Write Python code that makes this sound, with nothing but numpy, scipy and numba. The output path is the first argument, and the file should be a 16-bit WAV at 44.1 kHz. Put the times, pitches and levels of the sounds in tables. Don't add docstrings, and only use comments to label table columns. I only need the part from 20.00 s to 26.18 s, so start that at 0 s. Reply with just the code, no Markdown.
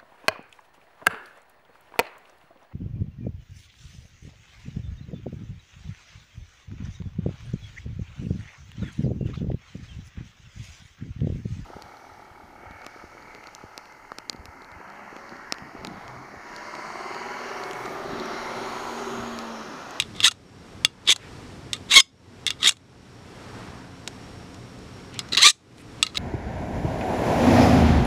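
import sys
import numpy as np
from scipy import signal
from scipy.fft import rfft, irfft
from scipy.io import wavfile
from scipy.ndimage import uniform_filter1d
from numba import njit

SR = 44100
rng = np.random.default_rng(int(sys.argv[2]) if len(sys.argv) > 2 else 0)


def pcm_store(signal):
    levels = np.round(np.clip(np.atleast_2d(signal), -1, 1) * 32767)
    wavfile.write(sys.argv[1], SR, levels.astype(np.int16).T)


def ratio(d):
    e = np.asarray(d, float) / 20
    return 10 ** e


N = 272534

# time in seconds, relative peak in dB, brightness in dB,
# share of the lowest modes in dB, share of the file ring in dB, third bending pitch in Hz,
# relative level of the skid that follows in dB.
LANDINGS = [(0.0004, -6.5, -6, -28.5, -19, 3200, -26.5), (0.0227, -14.5, -19, -24, -31, 3140, -46),
            (0.2040, -11.5, -13, -12, -25, 3300, -34), (0.2814, 1.5, -7.5, -16, -37, 3760, -46.5),
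            (0.8487, 2, -5, -10.5, -20, 3360, -30), (1.1244, -0.5, -14, -22, -50, 3550, -50),
            (1.732, -13, 1.5, -28.5, -27, 3620, -28), (2.001, 3.5, -22, -21.5, 4, 3960, -53),
            (2.4655, -8, -1, -32, -27.5, 3480, -15), (2.5052, -2.5, -16, -18.5, -30.5, 3370, -34.5),
            (2.6928, 7, -3, -30, -40.5, 3650, -55), (5.1915, -14, -6, -13, -4, 3080, -36),
            (5.371, -7.5, -17, -23.5, -20.5, 4080, -41), (5.3752, -2.5, -19, -22.5, -24.5, 4200, -38),
            (5.3802, -6.5, -13.5, -23.5, -25, 4100, -45), (6.0280, 2, -4, -7.5, -30, 3550, -20.5),
            (6.0663, -8.5, -39.5, -7, -36, 4160, -28), (6.1471, -20.5, -20, 9, -25, 3870, -42)]


def noise():
    return rng.standard_normal(N)


def unit(x):
    return x / np.sqrt(np.mean(x ** 2))


def colour(x, points):
    hz, db = np.transpose(points)
    grid = np.arange(2049) * SR / 4096 + 1
    cepstrum = irfft(np.log(ratio(np.interp(np.log(grid), np.log(hz), db))))
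    cepstrum[1:2048] *= 2
    cepstrum[2049:] = 0
    response = irfft(np.exp(rfft(cepstrum)))
    return signal.fftconvolve(x, unit(response) / 64)[:N]


def walk(rate):
    k = int(SR / rate)
    held = np.repeat(rng.standard_normal(N // k + 1), k)
    return unit(uniform_filter1d(held, k)[:N])


def ring(force, hz, t60):
    pole = np.exp(2j * np.pi * hz / SR - np.log(1000) / (t60 * SR))
    return signal.lfilter([0, pole.imag], [1, -2 * pole.real, abs(pole) ** 2], force)


@njit
def svf(x, hz, width):
    y, b, l = np.empty(len(x)), 0., 0.
    for i in range(len(x)):
        g, k = np.tan(np.pi * hz[i] / SR), width / hz[i]
        v = (b + g * (x[i] - l)) / (1 + g * (g + k))
        b, l, y[i] = 2 * v - b, l + 2 * g * v, k * v
    return y


def steep(x, hz, width):
    return svf(svf(x, hz, width), hz, width)


def band(hz, width):
    return unit(steep(noise(), np.full(N, 1. * hz), 1. 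* width))


def bursts(at_s, db, length_ms):
    out = np.zeros(N)
    out[(at_s * SR).astype(int)] = ratio(db)
    return signal.lfilter([1], [1, -np.exp(-1000 / (length_ms * SR))], out)


def traffic():
    # time in seconds, level in dB.
    swell = [(0, -42.5), (.5, -44), (1, -44), (1.3, -35.5), (1.7, -43), (2.1, -45), (2.4, -41),
             (2.8, -43.5), (3.2, -44.5), (3.6, -41), (3.9, -47), (4.3, -44), (4.7, -45.5), (5.2, -46),
             (5.6, -42), (6.18, -36.5)]
    # frequency in Hz, relative density in dB.
    rumble_spectrum = [(15, -33.5), (25, -11.5), (118, 2), (184, -7), (210, -2.5), (334, -5.5), (403, -17),
                       (600, -27.5), (780, -48), (1320, -120)]
    # frequency in Hz, relative density in dB.
    hiss_spectrum = [(240, -24.5), (400, -3), (588, -10.5), (1230, -13.5), (3140, -20.5), (5550, -23),
                     (5900, -25.5), (8410, -29.5), (14400, -47.5), (15800, -55)]
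    # time of the peak in seconds, its level in dB, fade to either side in dB per second.
    passes = [(1.1, -48, 27.5), (2.45, -56, 42.5), (3.62, -46, 31.5), (5.2, -52, 39)]
    t = np.arange(N) / SR
    rumble_db = np.interp(t, *np.transpose(swell))
    hiss_db = rumble_db - 3
    rumble = ratio(rumble_db + 0.51 * walk(3.7)) * colour(noise(), rumble_spectrum)
    hiss = ratio(hiss_db + 0.6 * walk(5.1)) * colour(noise(), hiss_spectrum)
    tyre_gain = sum(ratio(db - fade_db * abs(t - s)) for s, db, fade_db in passes)
    tyres = tyre_gain * ratio(0.89 * walk(9.4)) * band(990, 1300)
    return rumble + hiss + tyres


def motor_hum():
    # mean frequency in Hz, relative level in dB.
    lines = [(91.5, -52.5), (123.8, -51.5), (183.0, -50.5), (269.2, -54), (716.0, -61.5)]
    out = np.zeros(N)
    for hz, db in lines:
        phase = 2 * np.pi * np.cumsum(hz + 2.248 * walk(5.4)) / SR
        out += ratio(db + 0.5 + 1.2 * walk(3.3)) * np.sin(phase)
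    return out


def insect():
    return ratio(-64.5 + 1.5 * walk(60)) * band(5550, 200)


def rubs():
    # start in seconds, length in seconds, mean level in dB, centre in Hz, width in Hz.
    slides = [(1.192, 0.1, -40, 1900, 1990), (5.125, 0.061, -48.5, 2640, 1500),
              (5.21, 0.09, -54, 1510, 1484), (5.77, 0.055, -49.5, 2400, 1510),
              (5.773, 0.051, -53, 8830, 4960)]
    t = np.arange(N) / SR
    out = np.zeros(N)
    for s, length, db, hz, width in slides:
        gate = uniform_filter1d(1. * (t > s) * (t < s + length), 400)
        out += ratio(db + 2 * walk(81)) * gate * band(hz, width)
    return out


def ticks():
    # time in seconds, relative peak in dB.
    clicks = [(0.163, -32.5), (0.3115, -10), (0.317, -15), (1.0551, -31), (1.1611, -8.5), (1.163, -29),
              (1.764, -29.5), (2.7095, -10), (2.72, -12), (2.724, -23.5), (2.7688, -26), (4.0759, -17),
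              (4.544, -35.5), (4.788, -41.5), (5.142, -31), (5.2883, -33), (5.7812, -33)]
    # frequency in Hz, relative density in dB.
    click_spectrum = [(290, -53), (500, -4.5), (3000, -3), (4290, 5.5), (4740, -4.5), (6760, -0.5),
                      (15000, -30.5)]
    return ratio(-4.5) * colour(bursts(*np.transpose(clicks), 2.9) * noise(), click_spectrum)


def rasp(force, bright_db):
    # frequency in Hz, relative gain in dB.
    contact_spectrum = [(200, -63), (600, -42), (1500, -18), (3000, -1), (5000, -1.5), (8000, -2.5),
                        (10500, -15), (13000, -26), (16000, -59.5)]
    body = signal.sosfilt(signal.butter(2, 5000, fs=SR, output="sos"), force)
    treble = force - body
    return colour(body + treble * ratio(bright_db + 2), contact_spectrum)


def steel(force, bright_db, low_db, second_db, file_db, free, wander_db):
    # frequency in Hz, relative level in dB, undamped 60 dB decay time in seconds.
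    free_modes = [(1278, -3, .075), (1890, -10, .05), (2290, -6, .04), (2815, -3, .05), (3402, -4, .036),
                  (3530, -8, .04), (3815, -12, .05), (4500, -14, .04), (5062, 2, .065), (5072, -24, .2),
                  (5460, -6, .025), (6094, -12, .035), (6390, -10, .045), (6870, -12, .035),
                  (7300, -8, .025), (7900, -3, .035), (7985, -19, .09), (8253, -16, .035), (9170, -14, .03),
                  (9700, -12, .04), (10540, -24, .04)]

    def share(hz):
        if hz < 1600:
            return low_db
        if hz < 2600:
            return second_db
        if hz < 4800:
            return 0
        return file_db if hz < 5300 else bright_db

    modes = np.zeros(N)
    for hz, db, t60 in free_modes:
        drive = force * ratio(share(hz) + wander_db * walk(60))
        modes += ring(drive, hz, free * t60) * ratio(db)
    return signal.sosfilt(signal.butter(3, 1000, "high", fs=SR, output="sos"), modes)


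def taps():
    s, peak_db, *columns, _ = np.transpose(LANDINGS)
    chatter = bursts(s, peak_db, 1.0) * np.sign(noise())
    blow = np.zeros(N)
    blow[(s * SR).astype(int)] = ratio(peak_db)
    latest = np.clip(np.searchsorted(s, np.arange(N) / SR + .001) - 1, 0, None)
    bright_db, low_db, file_db, third_hz = (c[latest] for c in columns)
    blade = svf(ratio(9.5) * chatter + ratio(23.5) * blow, third_hz, 330.0)
    modes = steel(blow, bright_db, low_db, -16.5, file_db, free=0.9, wander_db=2.5)
    return ratio(-2) * rasp(chatter, bright_db) + blade + ratio(-10) * modes


def tooth_rows(teeth_hz):
    passed = np.floor(np.cumsum(teeth_hz * (1 + .025 * walk(900))) / SR)
    strikes = unit(np.diff(passed, prepend=0) * ratio(2 * noise()))
    return strikes


def pressed_blade(force, rows, load, speed, bright_db):
    light_db, full_db = -40, -5
    low_db = np.interp(load, (light_db, full_db), (-5.5, -27))
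    second_db = np.interp(load, (light_db, full_db), (-8, -12.5))
    first_blade, second_blade = (2240, 3530, 3700), (2050, 3940, 3950)
    turned = np.arange(N) / SR >= 4.5
    second_hz, slow_hz, fast_hz = (np.where(turned, 1. * b, a) for a, b in zip(first_blade, second_blade))
    third_hz = (slow_hz + (fast_hz - slow_hz) * speed) * (1 + 0.014 * walk(80))
    low_hz, second_hz, bright_hz = (hz * (1 + 0.051 * walk(40)) for hz in (1254, second_hz, 6230))
    first = ratio(25.5) * steep((force + ratio(3) * rows) * ratio(low_db - 4), low_hz, 170.0)
    second = ratio(21.5) * steep(force * ratio(second_db), second_hz, 330.)
    third = ratio(16) * steep(force, third_hz, 650.0)
    treble = ratio(13.5) * svf(force * ratio(bright_db), bright_hz, 600.0)
    return first + second + third + treble


def strokes():
    # time in seconds, pressure in dB, mean rate of teeth in Hz,
    # even teeth against loose grit in dB before the teeth are band-limited.
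    stroke_curves = [
        [(0.15, -49, 201.1, -10), (0.222, -45.5, 247, -10), (0.245, -13.5, 478.8, -10),
         (0.268, -19.5, 1280, -1), (0.278, -20.5, 1313, 3.5), (0.298, -44, 1300, -10)],
        [(1.05, -59.5, 200, -5), (1.072, -31.5, 281.3, 0), (1.094, -11.5, 399.4, 2.5), (1.104, -11, 715, -6),
         (1.126, -11.5, 1001, -5.5), (1.14, -47.5, 1000, -5)],
        [(1.885, -53.5, 350, -2.5), (1.911, -21.5, 448.4, -9), (1.95, -12, 983.7, -8), (1.966, -11, 1109, 10),
         (1.982, -6, 1108, 6), (2.006, -3, 1028, -4), (2.016, -40, 1000, -7.5)],
        [(2.59, -48.5, 200, -8.5), (2.64, -23.5, 320.2, 1.5), (2.665, -14.5, 419, -2), (2.68, -10.5, 1107, -8),
         (2.69, -9.5, 1127, -9.5), (2.7, -37, 1106, -5.5), (2.735, -45.5, 1124, -9)],
        [(5.32, -36.5, 200, -4), (5.334, -31.5, 197.3, -6.5), (5.345, -40.5, 200, -4), (5.365, -56, 220, -6.5),
         (5.372, -26.5, 260.3, 4), (5.41, -22, 700, 4), (5.432, -10.5, 978, -2.5), (5.448, -11, 1163, 9),
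         (5.465, -3.5, 1197, 6), (5.507, -4.5, 1230, -12.5), (5.518, -33.5, 1244, -11)],
        [(6.14, -69, 200, 0), (6.18, -18, 300, -5)],
    ]
    # time in seconds, relative peak in dB.
    bites = [(0.2295, -13), (0.2353, -5.5), (0.2412, -7), (0.2471, -11), (0.254, -9), (0.263, -2),
             (1.0758, -5), (1.0913, -3), (1.105, -8.5), (1.1221, 2), (1.9146, -13.5), (1.9307, -14),
             (1.9629, -4), (1.9776, 0.5), (2.6297, -9.5), (2.644, -5), (2.6555, -3), (2.663, -12),
             (2.6724, 1), (5.3233, -10), (5.3325, -2), (5.349, -6), (5.4200, 1.5), (5.4294, 0), (5.4565, 5),
             (5.4704, 4), (5.4829, 5.5), (6.156, -9.5), (6.1714, -1)]
    t = np.arange(N) / SR
    s, *columns = np.vstack(stroke_curves).T
    press_db, teeth_hz, even_db = (np.interp(t, s, c) for c in columns)
    touching = sum((t >= c[0][0]) & (t < c[-1][0]) for c in stroke_curves) > 0

    tap_s, skid_db = np.transpose(LANDINGS)[[0, -1]]
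    skids = bursts(tap_s, skid_db, 13)
    press = ratio(press_db) * uniform_filter1d(1. * touching, 90) + skids
    surges = uniform_filter1d(bursts(*np.transpose(bites), 3.1), int(1.2 * SR / 1000) + 1)
    grip = press + ratio(-11.5) * surges
    load = 20 * np.log10(grip + 1e-9)

    speed = np.clip(teeth_hz * touching / 1200, 0, 1)
    thud_db = -9.5 + (-47 + 9.5) * speed
    bright_db = -16 + (-7.5 + 16) * speed
    bright_db += 5 * sum(np.exp(-abs(t - c[-2][0]) / 0.028) for c in stroke_curves)

    grit = unit((rng.random(N) < .4) * noise() * ratio(2.5 * walk(300)))
    rows = tooth_rows(teeth_hz) * ratio(even_db) * touching
    rows = signal.sosfilt(signal.butter(2, (180, 4200), "band", fs=SR, output="sos"), rows)
    force = (grit + rows) * grip

    scrape = ratio(2.0) * rasp(force, bright_db)
    bending = pressed_blade(force, rows * grip, load, speed, bright_db)
    modes = ratio(-30) * steel(force, bright_db + 7, -23, -15.5, -20, free=.65, wander_db=5.0)
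    thud = touching * grip * ratio(thud_db) * band(270, 200)
    handles = ratio(5) * steep(rows * press, np.full(N, 350.), 220.)
    return scrape + bending + modes + thud + handles


def tray(dry):
    t = np.arange(SR // 4) / SR
    tail = rng.standard_normal(len(t)) * ratio(-60 * t / 0.21) * (t > .002)
    return dry + ratio(-55) * signal.fftconvolve(dry, tail)[:N]


def scene():
    background = traffic() + motor_hum() + insect()
    near = rubs() + ticks() + taps() + strokes()
    return (tray(near) + background)[None]


@njit
def duck(x, top, slope, hold, attack, release):
    y, peak, cut = np.empty(len(x)), 1e-9, 0.
    for i in range(len(x)):
        peak = max(abs(x[i]), peak * hold)
        want = slope * max(0., 20 * np.log10(peak / top))
        cut += (want - cut) * (attack if want > cut else release)
        y[i] = x[i] * 10 ** (-cut / 20)
    return y


def band_limit(x):
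    return signal.sosfilt(signal.butter(12, 15950, fs=SR, output="sos"), x)


def record(dry):
    hold_s, attack_s, release_s = 0.036, 0.067, 0.3
    levelled = duck(dry[0], ratio(-14), 0.96, np.exp(-1 / (hold_s * SR)), 1 / (attack_s * SR), 1 / (release_s * SR))
    rounded = levelled / (1 + levelled ** 6) ** (1 / 6)
    mix = signal.sosfilt(signal.butter(6, 15000, fs=SR, output="sos"), rounded)
    return band_limit(mix[None])


dry = scene()
out = record(dry)
pcm_store(out)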